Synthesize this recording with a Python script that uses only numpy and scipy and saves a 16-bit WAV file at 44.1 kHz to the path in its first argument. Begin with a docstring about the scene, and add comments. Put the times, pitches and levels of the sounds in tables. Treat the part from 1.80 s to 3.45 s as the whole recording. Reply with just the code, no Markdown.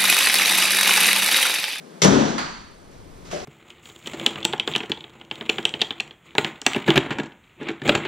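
"""Hood slam in a garage

A pickup's steel hood is slammed a few metres from a small camera: swelling panel modes, noise-burst
landings and chattering clicks. The latch cracks and rings; a lighter clank follows as the boom dies.
Later come soft scuffs, taps and a dull knock, over room tone, rumble and a faint whine.
Each hit is coloured noise plus garage reverberation; the camera's limiter holds the bang down."""
import sys
import numpy as np
from scipy import signal
from scipy.fft import rfft, irfft, next_fast_len
from scipy.io import wavfile
from scipy.ndimage import uniform_filter1d, minimum_filter1d

SR = 44100
rng = np.random.default_rng(int(sys.argv[2]) if len(sys.argv) > 2 else 0)


def file_out(sig):
    """Save sig as 16-bit WAV at sys.argv[1]."""
    # one column per channel
    cols = np.atleast_2d(sig).T
    # limit, then scale
    lim = np.clip(cols, -1, 1)
    pcm = np.round(lim * 32767).astype(np.int16)
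    wavfile.write(sys.argv[1], SR, pcm)


N = 72765
SIZE = next_fast_len(N + N % 2, real=True)
T, HZ = np.arange(N) / SR, np.fft.rfftfreq(SIZE, 1 / SR)

# The two microphone ports. Each row: frequency in Hz, left minus right level in dB,
# likeness of the two from 0 to 1, left's phase lead in rad.
PORTS = [(40, 1, 0.45, -1.6), (100, 7, 0.77, 1), (199, 8, 0.94, -0.39), (370, 10.5, 0.99, -1.05),
         (717, 0.5, 0.89, -1.92), (1290, -6.5, 0.18, -1.91), (2140, -1, 0.26, -0.57),
         (3380, -2, 0.7, 0.037), (4870, 0, 0.3, -0.14), (6300, 6.5, 1, -1.8), (8600, -3, 0.56, -1.74),
         (14000, 0.5, 0, -0.51)]


def amp(db):
    """Decibels to gain."""
    return 10 ** (np.asarray(db) / 20)


def read(points, hz, axis=1):
    """One column of a table, interpolated on a log-frequency axis."""
    table = np.transpose(points)
    return np.interp(np.log(hz + 1), np.log(table[0] + 1), table[axis])


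def add(mix, start_s, sound):
    """Mixes a sound in at a time, cut at the end of the mix."""
    part = mix[:, round(start_s * SR):][:, :sound.shape[1]]
    part += sound[:, :part.shape[1]]


def white():
    """Two independent white noises of 0 dB per Hz."""
    return rng.standard_normal((2, SIZE)) * np.sqrt(SR / 2)


def decay(t60_s, rise_s):
    """Exponential fall of 60 dB per t60, with an exponential rise."""
    rise = 1 - np.exp(-T / rise_s)
    return rise * np.exp(-np.log(1000) * T / t60_s)


def ports(hz):
    """Complex gain of the left and right port at a frequency, at constant summed power."""
    ratio = amp(read(PORTS, hz))
    right = np.exp(-1j * read(PORTS, hz, axis=3))
    return np.array([ratio + 0j, right]) * np.sqrt(2 / (1 + ratio ** 2))


def heard(drive, colour):
    """Colours a noise pair with a minimum-phase filter, correlates it and passes it to the ports."""
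    log_gain = np.log(amp(read(colour, HZ)))
    # Folding the cepstrum makes the filter causal.
    cepstrum = irfft(log_gain, SIZE)
    cepstrum[1:SIZE // 2] *= 2
    cepstrum[SIZE // 2 + 1:] = 0
    colour_filter = np.exp(rfft(cepstrum))
    a, b = rfft(drive, SIZE)
    likeness = np.clip(read(PORTS, HZ, axis=2), 0, 1)
    pair = np.array([a, likeness * a + np.sqrt(1 - likeness ** 2) * b])
    return irfft(pair * ports(HZ) * colour_filter, SIZE)[:, :N]


def noise(colour):
    """Steady coloured noise at the two ports."""
    return heard(white(), colour)


def mode(hz, rise_s, t60_s):
    """One vibration mode: a sine that swells to full strength, then dies exponentially."""
    swell = np.sin(np.pi / 2 * np.minimum(T / rise_s, 1)) ** 2
    fall = np.exp(-np.log(1000) * np.maximum(T - rise_s, 0) / t60_s)
    return swell * fall * (ports(hz)[:, None] * np.exp(2j * np.pi * hz * T)).imag


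def garage():
    """Dense reverberation: overlapping noise bands, each dying at its own speed."""
    # Each row: band centre in Hz, t60 in s.
    bands = [(60, 0.26), (200, 0.79), (450, 0.67), (1200, 0.72), (3000, .8), (4700, 0.77), (7000, 0.77),
             (13000, 0.29)]
    spectrum = rfft(white())
    centres_hz = [hz for hz, _ in bands]
    out = np.zeros((2, N))
    for weights, (_, t60_s) in zip(np.eye(len(bands)), bands):
        band_gain = read(list(zip(centres_hz, weights)), HZ)
        out += irfft(spectrum * band_gain, SIZE)[:, :N] * decay(t60_s, rise_s=.012)
    return out


def hit(colour, t60_s, rise_s, room_db):
    """An impact's crowded modes as a short noise burst, plus the room's answer."""
    burst = white()[:, :N] * decay(t60_s, rise_s)
    return heard(burst + amp(room_db) * garage(), colour)


def hood():
    """The hood lands and rocks on its stops: panel modes swell, truck and room boom, parts chatter."""
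    # Panel modes. Each row: frequency in Hz, relative peak level in dB, swell time in s, t60 in s.
    panel_modes = [(57, -29, 0.1, 0.42), (75.2, -28, 0.11, 0.58), (105.1, -27, 0.14, 0.25),
                   (117.2, -19.5, 0.093, .45), (146.7, -12, 0.0403, 0.57), (170.8, -9.5, 0.019, 0.47),
                   (194.7, -9, 0.0726, 0.24), (218.1, -17.5, 0.21, 0.34), (223.84, -16.5, 0.14, 0.57),
                   (269.1, -14, 0.13, 0.48), (294.9, -14, 0.17, 0.2), (382.7, -12, 0.15, 0.2),
                   (387.6, -15.5, 0.017, .45), (440, -12.5, 0.071, 0.48), (553, -23, 0.057, 0.72),
                   (1020, -26, 0.045, .7)]
    # Landing, then rocking on the stops. Each row: start in s, relative level in dB.
    landings = [(.243, 2), (.315, -3.5), (.38, -11)]
    # Spectrum of one landing. Each row: frequency in Hz, relative density in dB per Hz.
    landing_colour = [(30, -78), (60, -46), (100, -53.5), (150, -36.5), (280, -34.5), (420, -37.5),
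                      (500, -39.5), (1000, -43.5), (1500, -47), (2500, -58), (3500, -56.5), (6000, -64),
                      (9000, -74.5), (14000, -92)]
    # Spectrum of the loose parts. Each row: frequency in Hz, relative density in dB per Hz.
    rattle_colour = [(100, -78), (400, -33), (1000, -43.5), (2200, -50), (3500, -50), (6000, -62),
                     (9000, -55), (14000, -78)]
    clicks_per_s = 250

    out = np.zeros((2, N))
    panel = sum(amp(db) * mode(hz, rise_s, t60_s) for hz, db, rise_s, t60_s in panel_modes)
    add(out, .22, amp(-0.5) * panel)
    for start_s, db in landings:
        add(out, start_s, amp(db) * hit(landing_colour, t60_s=0.25, rise_s=0.011, room_db=0))

    clicks = (rng.random(N) < clicks_per_s / SR) * rng.uniform(0.4, 1, N)
    clicks = clicks * decay(t60_s=0.33, rise_s=.002)
    chatter = signal.fftconvolve(clicks, decay(t60_s=0.019, rise_s=1e-4))[:N]
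    add(out, landings[0][0], heard(white()[:, :N] * chatter, rattle_colour))
    return out


def latch():
    """The striker snaps into the latch in sharp bursts and sets latch and steel mount ringing."""
    # Each row: start in s, relative level in dB.
    strikes = [(0.218, 1), (0.2336, -2), (.256, -2.5)]
    # Spectrum of one strike. Each row: frequency in Hz, relative density in dB per Hz.
    strike_colour = [(50, -97), (105, -65), (160, -46.5), (260, -51), (400, -45.5), (700, -51), (1400, -55),
                     (2100, -50), (2650, -56), (3400, -51), (4000, -53.5), (5200, -53), (5900, -45.5),
                     (7000, -52.5), (9000, -67.5), (13500, -78), (16000, -93)]
    # Latch and mount modes. Each row: frequency in Hz, level in dB, t60 in s.
    latch_modes = [(1240, -27.5, 0.86), (1780, -50, 0.93), (3365, -38, 0.51), (3575, -28.5, 0.81),
                   (4420, -29.5, 0.62), (5700, -48, 0.36), (5620, -38, 0.38)]

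    out = np.zeros((2, N))
    for start_s, db in strikes:
        add(out, start_s, amp(db) * hit(strike_colour, t60_s=.13, rise_s=0.0005, room_db=-6.5))
    ringing = sum(amp(db) * mode(hz, 0.0034, t60_s) for hz, db, t60_s in latch_modes)
    add(out, strikes[0][0], ringing)
    return out


def clank():
    """A lighter metal impact: one fast-rising noise burst with its reverberation."""
    # Each row: frequency in Hz, density in dB per Hz.
    clank_colour = [(60, -80), (110, -64), (155, -51.5), (220, -66), (500, -66), (850, -51.5),
                    (1400, -51.5), (2200, -59.5), (3400, -64.5), (4150, -62.5), (4500, -55), (4900, -61),
                    (5200, -69.5), (6300, -65.5), (9000, -80), (14000, -99)]
    out = np.zeros((2, N))
    add(out, .5805, hit(clank_colour, t60_s=0.14, rise_s=0.00045, room_db=-5))
    return out


def knock():
    """A dull knock: a noise burst and the modes of the knocked object."""
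    # Spectrum of the burst. Each row: frequency in Hz, relative density in dB per Hz.
    knock_colour = [(60, -67), (110, -66), (160, -52), (250, -68), (370, -50.5), (580, -52), (760, -51),
                    (880, -66.5), (1500, -75), (3500, -77), (9000, -98), (14000, -105)]
    # Modes of the knocked object. Each row: frequency in Hz, level in dB, t60 in s.
    knock_modes = [(161, -31, .24), (361, -34, 0.22), (455, -38, .25), (594.4, -27, 0.33), (723, -37, 0.24)]
    start_s = 1.527

    out = np.zeros((2, N))
    add(out, start_s, amp(0.5) * hit(knock_colour, t60_s=0.14, rise_s=0.0025, room_db=-6))
    ringing = sum(amp(db) * mode(hz, 0.011, t60_s) for hz, db, t60_s in knock_modes)
    add(out, start_s, ringing)
    return out


def scuffs():
    """Soft scuffs and taps on the floor: noise bursts, slow-rising or abrupt."""
    # Each row: start in s, relative level in dB, rise in s.
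    contacts = [(1.111, -20.5, 0.0033), (1.446, -10.5, .02), (1.502, -8.5, 0.0027), (1.512, 0.5, 0.00053)]
    # Spectrum of one scuff. Each row: frequency in Hz, relative density in dB per Hz.
    scuff_colour = [(100, -76), (400, -74.5), (1200, -67.5), (2200, -71.5), (4300, -75.5), (6000, -72.5),
                    (9000, -85.5), (14000, -99)]
    out = np.zeros((2, N))
    for start_s, db, rise_s in contacts:
        add(out, start_s, amp(db) * hit(scuff_colour, t60_s=0.14, rise_s=rise_s, room_db=0))
    return out


def room_tone():
    """Coloured noise whose level dips after the bang and returns."""
    # Each row: frequency in Hz, relative density in dB per Hz.
    air_colour = [(30, -105), (100, -98.5), (135, -80), (170, -67), (230, -73), (400, -73), (700, -79),
                  (1400, -86), (2800, -93.5), (4500, -95), (6000, -95.5), (9000, -101), (13000, -109),
                  (16000, -116)]
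    # Each row: time in s, relative level in dB.
    air_level = [(0, 0), (.2, 2), (.6, -14.5), (1, -3), (1.3, -1.5), (1.65, 4)]
    return noise(air_colour) * amp(np.interp(T, *np.transpose(air_level)))


def low_rumble():
    """Low-frequency noise that comes up with the bang and stays."""
    # Each row: frequency in Hz, relative density in dB per Hz.
    rumble_colour = [(15, -67.5), (32, -66), (55, -70), (90, -71), (140, -71.5), (300, -112.5)]
    # Each row: time in s, relative level in dB.
    rumble_level = [(0, -31), (.2, -38), (.3, 2), (1, -4.5), (1.3, 1.5), (1.65, 2)]
    return noise(rumble_colour) * amp(np.interp(T, *np.transpose(rumble_level)))


def electrical_whine():
    """A faint high sine, pulsed by a squared sine, equal at both ports."""
    whine_hz, pulses_per_s, peak_db = 8920, 30, -65.5
    pulses = np.sin(np.pi * pulses_per_s * T) ** 2
    return amp(peak_db) * np.sin(2 * np.pi * whine_hz * T) * pulses


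def scene():
    """Everything heard at the camera."""
    slam = hood() + latch()
    later = clank() + knock() + scuffs()
    return slam + later + room_tone() + low_rumble() + electrical_whine()


def record(dry):
    """The camera's peak limiter with slow release, then a low-pass band limit."""
    ceiling, release_db_per_s, edge_hz = .96, 36.5, 15150
    over_db = np.maximum(20 * np.log10(abs(dry).max(0) / ceiling + 1e-9), 0)
    # Running maximum on a slope: instant attack, linear release in dB.
    release_db = release_db_per_s * T
    held_db = np.maximum.accumulate(over_db + release_db) - release_db
    # Centred windows bring the gain down smoothly just ahead of a peak.
    gain_db = uniform_filter1d(minimum_filter1d(-held_db, size=129), size=129)
    low_pass = signal.firwin(511, edge_hz, window=("kaiser", 9), fs=SR)
    return signal.oaconvolve(dry * amp(gain_db), low_pass[None], "same")


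dry = scene()
out = record(dry)
file_out(out)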